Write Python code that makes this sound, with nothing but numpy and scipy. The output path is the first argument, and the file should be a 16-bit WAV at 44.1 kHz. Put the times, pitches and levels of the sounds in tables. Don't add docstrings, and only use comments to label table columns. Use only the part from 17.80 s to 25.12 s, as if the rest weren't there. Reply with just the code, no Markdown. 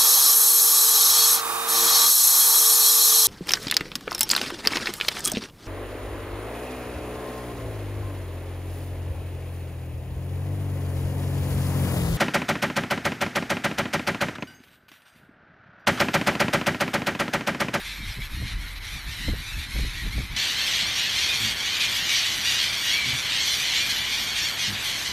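import sys
import numpy as np
from scipy import signal
from scipy.io import wavfile
from scipy.ndimage import uniform_filter1d

SR = 44100
rng = np.random.default_rng(int(sys.argv[2]) if len(sys.argv) > 2 else 0)


def invert_db(x):
    u = np.asarray(x, float) / 20
    return 10 ** u


def persist_wave(psi):
    counts = np.round(np.clip(psi, -1, 1) * 32767).astype(np.int16)
    wavfile.write(sys.argv[1], SR, np.atleast_2d(counts).T)


N = 322812
T = np.arange(N) / SR
COARSE_T = T[::64]
CUT_S = 2.563

# frequency in Hz, level in dB per Hz.
FLOCK_BESIDE = [(260, -17), (450, -29), (769, -15.5), (928, -11.5), (1220, -11.5), (1430, -9.5),
                (1580, -7.5), (2240, 3.5), (2750, -2), (4000, 2), (4830, -10), (5580, -9.5), (7900, -17.5),
                (12000, -8.5), (14300, -12.5)]
# frequency in Hz, level in dB per Hz.
FLOCK_OVERHEAD = [(260, 0), (450, -21.5), (1350, -16.5), (2240, -1), (2630, -2.5), (3220, 4.5),
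                  (3780, -1.5), (4360, -1), (4970, -10), (5910, -9), (7670, -19), (9390, -22.5),
                  (10400, -22), (12900, -22), (14300, -20)]
# start in seconds, length in seconds, peak level in dB,
# shrillness as upper harmonics in dB relative to the peak.
WAVES_BESIDE = [(-0.164, 0.46, -38, -9.5), (0.087, 0.086, -49, -12), (0.22, 0.2, -40, -11),
                (0.391, 0.11, -43, -7), (0.426, 0.32, -44, -9.5), (0.633, 0.17, -38.5, -11.5),
                (0.773, 0.21, -42.5, -11), (0.948, 0.055, -42, -13), (0.998, 0.18, -40, -9.5),
                (1.103, 0.15, -39, -9), (1.208, 0.29, -39.5, -8.5), (1.373, 0.22, -37, -10),
                (1.534, 0.16, -41, -9), (1.625, 0.2, -39.5, -6.5), (1.763, 0.147, -38, -10.5),
                (1.879, 0.22, -37.5, -7.5), (1.992, 0.39, -38.5, -10), (2.222, 0.34, -40, -9.5),
                (2.479, 0.31, -37, -14.1)]
# start in seconds, length in seconds, peak level in dB,
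# shrillness as upper harmonics in dB relative to the peak.
WAVES_OVERHEAD = [(2.423, 0.49, -29, -6.5), (2.756, 0.5, -27, -8), (2.768, 0.082, -29, -15),
                  (3.144, 0.19, -28, -9.5), (3.24, 0.49, -27.5, -6.5), (3.575, 0.22, -29, -7.5),
                  (3.724, 0.36, -30, -8), (3.932, 0.21, -25.5, -9.9), (4.084, 0.18, -27.5, -6.5),
                  (4.191, 0.51, -27.5, -7), (4.217, 0.27, -29.5, -4), (4.596, 0.22, -26.5, -4),
                  (4.66, 0.41, -28.5, -10), (4.763, 0.12, -27, -7.5), (4.895, 0.27, -34, -3),
                  (5.025, 0.22, -25, -8.5), (5.188, 0.32, -29, -7.5), (5.424, 0.24, -27.5, -8.5),
                  (5.527, 0.38, -28.5, -4.5), (5.767, 0.3, -28, -8.8), (5.888, 0.26, -28.5, -5),
                  (6.047, 0.2, -28, -6), (6.127, 0.38, -31, -11.1), (6.267, 0.26, -32.5, -3.9),
                  (6.429, 0.42, -29, -6.5), (6.759, 0.21, -30, -3.5), (6.922, 0.089, -32, -20),
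                  (6.979, 0.23, -30.5, -8.1), (7.13, 0.25, -34, -1.1)]
# level of cries in dB, level of upper harmonics in dB.
LULL_DB = [
    (-64, -62.5),
    (-40, -45.5),
]
# frequency in Hz, level in dB per Hz.
OPEN_WIND = [(8.8, -37), (15, -17), (38, 14), (58, -1.5), (189, -14.5), (253, -21.5), (296, -20),
             (454, -29.5), (900, -33), (1170, -65), (1980, -120)]
# frequency in Hz, level in dB per Hz.
SHELTERED_RUMBLE = [(8.8, -66), (15, -36), (21, -60), (37, -1.5), (97, 0), (177, 0.5), (217, -1),
                    (494, -28.5), (900, -8.5), (1170, 7), (1980, -120)]
# start in seconds, length in seconds, thud level in dB,
# flutter in dB relative to the thud.
GUSTS = [(0.034, 0.19, -48, -7), (.168, .129, -37.5, -3.3), (.251, 0.091, -29.5, -17.6),
         (.355, 0.086, -38.5, 0), (.361, 0.16, -33, -20), (.491, 0.18, -30.7, -13.5),
         (.59, 0.12, -31.5, -4.5), (.67, 0.28, -32, -14.5), (.727, .096, -28.8, -30),
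         (.775, 0.51, -38, -20), (1.109, 0.11, -35.5, -8), (1.213, .179, -36, -14), (1.26, .07, -33.5, -12),
         (1.357, 0.21, -37, -6.5), (1.457, 0.13, -24.2, -7.5), (1.564, .081, -32.5, -11),
         (1.65, .096, -41, -17), (1.7, 0.19, -33, -13.5), (1.735, 0.093, -30.5, -22), (1.85, .116, -43, -3),
         (1.93, .09, -27, -13), (1.94, 0.22, -25, -15), (2.103, .187, -37.5, -8.6),
         (2.21, 0.14, -27.5, -8.5), (2.323, .168, -26, -9), (2.48, 0.14, -33.5, -10)]
# start in seconds, length in seconds, thud level in dB,
# flutter in dB relative to the thud.
LURCHES = [
    (2.5, .2, -48, -2),
    (2.983, .2, -46, -6),
    (3.57, 0.27, -51, 2),
    (4.51, 0.16, -48, -2),
    (5.233, 0.21, -44.5, 4),
    (6.496, 0.13, -51, -28),
    (6.826, 0.24, -53.5, 9.5),
    (7.207, 0.43, -46, -8),
]
# thud level in dB, flutter level in dB, rush level in dB.
CALM_DB = [
    (-44.5, -63, -61),
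    (-49, -54, -50),
]
# start in seconds, length in seconds,
# middle pitch in Hz, slide as a share of pitch, level in dB.
SQUEALS_BESIDE = [(.07, 0.077, 3800, -.04, -43), (0.532, 0.091, 4320, -.08, -45),
                  (0.544, 0.068, 2900, -.06, -47), (1.04, .08, 5700, -.02, -45),
                  (.192, 0.05, 2330, -.02, -39), (.218, 0.05, 3770, .09, -39),
                  (.299, 0.042, 5130, -.03, -41), (.397, .049, 2270, 0.12, -34),
                  (.406, 0.054, 3330, -0.053, -39), (.826, 0.066, 1445, -0.056, -44),
                  (1.15, 0.083, 4460, 0.0, -43), (1.647, 0.087, 3890, -.02, -35.5),
                  (1.662, 0.13, 2640, -0.043, -40), (1.977, 0.11, 4230, .02, -39),
                  (2.167, 0.073, 1907, -0.014, -35.5), (2.354, 0.056, 2360, -.1, -46)]
# start in seconds, length in seconds,
# middle pitch in Hz, slide as a share of pitch, level in dB.
SQUEALS_OVERHEAD = [(2.853, 0.078, 5270, -.02, -32), (3.146, .092, 5740, .02, -33),
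                    (3.477, 0.084, 2470, -0.045, -26), (3.49, 0.036, 3690, 0.017, -23),
                    (3.611, 0.059, 3390, 0.029, -27), (3.637, .057, 4540, -.01, -31),
                    (3.989, 0.106, 2440, 0.01, -27), (4.28, 0.082, 2306, 0.0062, -25),
                    (4.36, .059, 5600, 0.0081, -30), (4.69, .06, 3450, 0.021, -29),
                    (4.638, 0.084, 2480, -0.018, -30), (5.07, 0.074, 3240, -.04, -30),
                    (5.112, 0.16, 2340, .03, -24.5), (5.294, 0.07, 2310, -0.029, -29),
                    (5.517, 0.093, 3000, -0.015, -45), (5.63, .11, 5880, -.02, -30),
                    (5.648, 0.12, 3500, 0.073, -30), (5.655, 0.065, 3270, 0.021, -33),
                    (5.946, 0.15, 2400, 0.088, -27), (6.373, 0.07, 5320, 0.012, -34),
                    (6.608, .074, 5470, .03, -33), (6.62, 0.061, 3270, -0.013, -28),
                    (6.841, .043, 5450, -0.043, -35), (6.85, 0.059, 3040, -0.025, -31)]
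# start in seconds, peak level in dB.
POPS = [
    (0.382, -38),
    (0.615, -33),
    (1.48, -24.5),
    (1.532, -31),
    (1.957, -31),
    (1.986, -28.5),
    (2.044, -35),
    (2.258, -34),
    (2.376, -28.5),
    (2.399, -33),
]
# start in seconds, length in seconds, pitch in Hz, level in dB.
KNOCKS = [
    (3.6, 0.11, 109, -36),
    (5.27, 0.093, 116.8, -35.5),
    (6.877, 0.105, 101.7, -33.5),
]
# frequency in Hz, width in Hz, share of time empty.
STARVED_BANDS = [
    (4980, 220, 0.09),
    (7840, 210, 0.15),
    (10530, 650, 0.48),
    (13700, 560, 0.24),
]
# start in seconds, length in seconds, step in Hz.
EDGE_STEPS = [
    (.09, .07, 800),
    (.23, .04, 700),
    (.65, .13, -500),
    (.78, .22, 750),
    (1.21, .42, 250),
    (1.21, .18, 300),
    (1.45, .07, 550),
]


def evened(x):
    return x / np.sqrt(np.mean(abs(x) ** 2) + 1e-20)


def read(points, hz):
    f, value = np.transpose(points)
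    return np.interp(np.log(hz + 1), np.log(f + 1), value)


def add(mix, s, sound):
    part = mix[round(s * SR):][:len(sound)]
    part += sound[:len(part)]


def smoothed(x, span):
    return uniform_filter1d(uniform_filter1d(x, span), span)


def wander(size, span):
    return evened(smoothed(rng.standard_normal(size), span))


def swells(rows, calm_db, lean, sharp):
    s, length, db, rel_db = np.transpose(rows)[:, :, None]
    progress = np.clip((COARSE_T - s) / length, 0, 1)
    shape = np.sin(np.pi * progress ** lean).clip(0) ** sharp
    levels = []
    for calm, peak_db in zip(calm_db, (db, db + rel_db)):
        power = invert_db(2 * calm) + (invert_db(2 * peak_db) * shape).sum(0)
        levels.append(10 * np.log10(power))
    return levels


def played(x, spectra, shots, edges_hz, size, span, steady):
    hz, _, z = signal.stft(x, SR, nperseg=size, noverlap=size * 3 // 4)
    z = z / np.sqrt(uniform_filter1d(np.mean(abs(z) ** 2, 1), size=3))[:, None]
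    out = np.zeros(N)
    for shot, (spectrum, levels_db) in enumerate(zip(spectra, shots)):
        in_shot = (T >= CUT_S) == shot
        for lo, hi, level_db in zip(edges_hz, edges_hz[1:], levels_db):
            slopes = (1 + (lo / (hz + 1)) ** 12) * (1 + (hz / hi) ** 12)
            band = invert_db(read(spectrum, hz)) / np.sqrt(slopes)
            part = signal.istft(z * band[:, None], SR, nperseg=size, noverlap=size * 3 // 4)[1][:N]
            own_swell = smoothed(part ** 2, span) ** (steady[shot] / 2)
            out += evened(part / own_swell) * invert_db(np.interp(T, COARSE_T, level_db)) * in_shot
    return out


def cry(draw, pitch_hz=1110, spread=.13, arch=.07, jitter=.043, rattle=.85, breath=.3):
    long, high, rough, fast, distant, odd, _ = draw
    u = np.linspace(0, 1, int(SR * (.04 + .11 * long ** 2)))
    own_pitch = spread * (2 * high - 1) * (1 + 1.2 * odd ** 4)
    hz = pitch_hz * (1 + own_pitch - arch * (2 * u - .9) ** 2)
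    unsteady = 1 + jitter * (0.444 + rough) * wander(len(u), span=40)
    turn = 2 * np.pi * np.cumsum(hz * unsteady) / SR
    pulses = 1 / (1.49 - 1.4 * np.cos(turn))
    pulses = evened(np.gradient(np.gradient(pulses)))
    rattle_hz = (70 + 200 * fast) * (1 + 0.21 * wander(len(u), span=300))
    rattle_turn = 2 * np.pi * np.cumsum(rattle_hz) / SR
    voice = pulses + breath * rng.standard_normal(len(u))
    voice = voice * (1 + rattle * rough * np.cos(rattle_turn))
    return invert_db(-9 * distant) * voice * np.sin(np.pi * u ** .6) ** .7


def calling(shot):
    wash_db, wash_follow = (-50, -38.5)[shot], (0.25, 0.068)[shot]
    hiss_db, hiss_follow = (-57, -44)[shot], (0.4, 0.44)[shot]
    waves = (WAVES_BESIDE, WAVES_OVERHEAD)[shot]
    cries_db, shrill_db = swells(waves, LULL_DB[shot], lean=0.78, sharp=1.97)
    wash_db = wash_db + wash_follow * (cries_db - cries_db.mean())
    hiss_db = hiss_db + hiss_follow * (shrill_db - shrill_db.mean())
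    hiss_wander_db = 1.5 * wander(len(hiss_db), span=45)
    return wash_db, cries_db, shrill_db, hiss_db + hiss_wander_db


def flock(count=680, distant_db=-6.5, low_db=-10):
    cries = np.zeros(N)
    for draw in rng.random((count, 7)):
        add(cries, draw[6] * N / SR, cry(draw))
    low_pass = signal.butter(4, 1500, fs=SR, output="sos")
    wash = evened(signal.sosfilt(low_pass, rng.standard_normal(N)))
    blur = evened(cries) + invert_db(distant_db) * rng.standard_normal(N) + invert_db(low_db) * wash
    return played(blur, (FLOCK_BESIDE, FLOCK_OVERHEAD), (calling(0), calling(1)),
                  (400, 1750, 5000, 9000, 15000), size=512, span=1500, steady=(.8, .8))


def blowing(shot):
    thud_db, flutter_db = swells((GUSTS, LURCHES)[shot], CALM_DB[shot], lean=0.68, sharp=3.8)
    flutter_db = flutter_db + 2 * wander(len(flutter_db), span=8)
    rush_db = -45.5 + 1.75 * (flutter_db + 27.5)
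    return thud_db, flutter_db, 10 * np.log10(invert_db(2 * CALM_DB[shot][2]) + invert_db(2 * rush_db))


def wind(lumpy_db=2):
    lumps = rng.standard_normal(N) * invert_db(lumpy_db * wander(N, span=400))
    return played(lumps, (OPEN_WIND, SHELTERED_RUMBLE), (blowing(0), blowing(1)),
                  (26, 110, 300, 800), size=2048, span=900, steady=(.9, .3))


def squeals(level_db=-5, jitter_hz=50, tremble_db=3, arch_per_s2=4.0):
    out = np.zeros(N)
    for s, length, middle_hz, slide, db in SQUEALS_BESIDE + SQUEALS_OVERHEAD:
        u = np.linspace(0, 1, int(length * SR))
        arch = arch_per_s2 * length ** 2 * (2 * u - 1) ** 2
        glide = middle_hz * (1 + slide * (u - .5) - arch)
        shake = jitter_hz * glide / 3000 * .06 / length * wander(len(u), span=70)
        tone = np.sin(2 * np.pi * np.cumsum(glide + shake) / SR)
        swell = invert_db(tremble_db * wander(len(u), span=90)) * np.sqrt(2 * np.sin(np.pi * u))
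        add(out, s, invert_db(db + level_db) * swell * tone)
    return out


def pops(peak_s=.005, low_hz=120, top_hz=447, gain_db=-6):
    out = np.zeros(N)
    u = np.arange(0, 6, 1 / (peak_s * SR))
    dull = signal.butter(2, [low_hz, top_hz], "bandpass", fs=SR, output="sos")
    for s, db in POPS:
        puff = evened(signal.sosfilt(dull, rng.standard_normal(4000)))[-len(u):]
        add(out, s, invert_db(db + gain_db) * puff * u * np.exp(1 - u))
    return out


def knocks(second_db=-4, third_db=-13):
    out = np.zeros(N)
    for s, length, hz, db in KNOCKS:
        u = np.linspace(0, 1, int(length * SR))
        bend = 1.06 - 0.11 * u + 0.062 * wander(len(u), span=300)
        turn = 2 * np.pi * np.cumsum(hz * bend) / SR
        note = np.sin(turn) + invert_db(second_db) * np.sin(2 * turn + 1) + invert_db(third_db) * np.sin(3 * turn)
        add(out, s, invert_db(db) * note * np.sin(np.pi * u ** 0.45))
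    return out


def scene():
    mono = flock() + wind() + squeals() + pops() + knocks()
    return np.tile(mono, (2, 1))


def thinned(x, patchy_db=3, patchy_from_hz=4500):
    hz, t, z = signal.stft(x, SR, nperseg=1024, noverlap=768)
    early = t < CUT_S
    cells = (len(t) // 4 + 1, len(hz) // 4 + 1)
    luck = rng.random(cells).repeat(4, 0).repeat(4, 1).T[:len(hz), :len(t)]
    luck = np.minimum(luck, np.roll(luck, 4, axis=1))
    share = .03 * (hz > 4600) + 0.019 * (hz > 7000)
    for f, width, empty in STARVED_BANDS:
        share = share + empty * np.exp(-((hz - f) / width) ** 2)
    share = share[:, None] * np.where(early, .35, .8)
    clots = uniform_filter1d(rng.standard_normal(z.shape), size=8, axis=0)
    clots = evened(uniform_filter1d(clots, size=5, axis=1))
    clots_db = patchy_db * clots / (1 + (patchy_from_hz / (hz[:, None] + 1)) ** 4)
    edge_hz = np.where(early, 13100, 14000) + np.where(early, 600, 200) * (luck[0] - .4)
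    for s, length, step in EDGE_STEPS:
        edge_hz = edge_hz + step * ((t >= s) & (t < s + length))
    kept = np.where(luck < share, .04, invert_db(clots_db)) * (hz[:, None] < edge_hz)
    return signal.istft(z * kept, SR, nperseg=1024, noverlap=768)[1][:N]


def top_cut(x):
    return signal.sosfilt(signal.butter(12, 14440, fs=SR, output="sos"), x)


def record(dry):
    mono = thinned(dry[0])
    add(mono, CUT_S, invert_db(-27) * np.array([1., -1.]))
    return top_cut(np.tile(mono, (2, 1)))


dry = scene()
out = record(dry)
persist_wave(out)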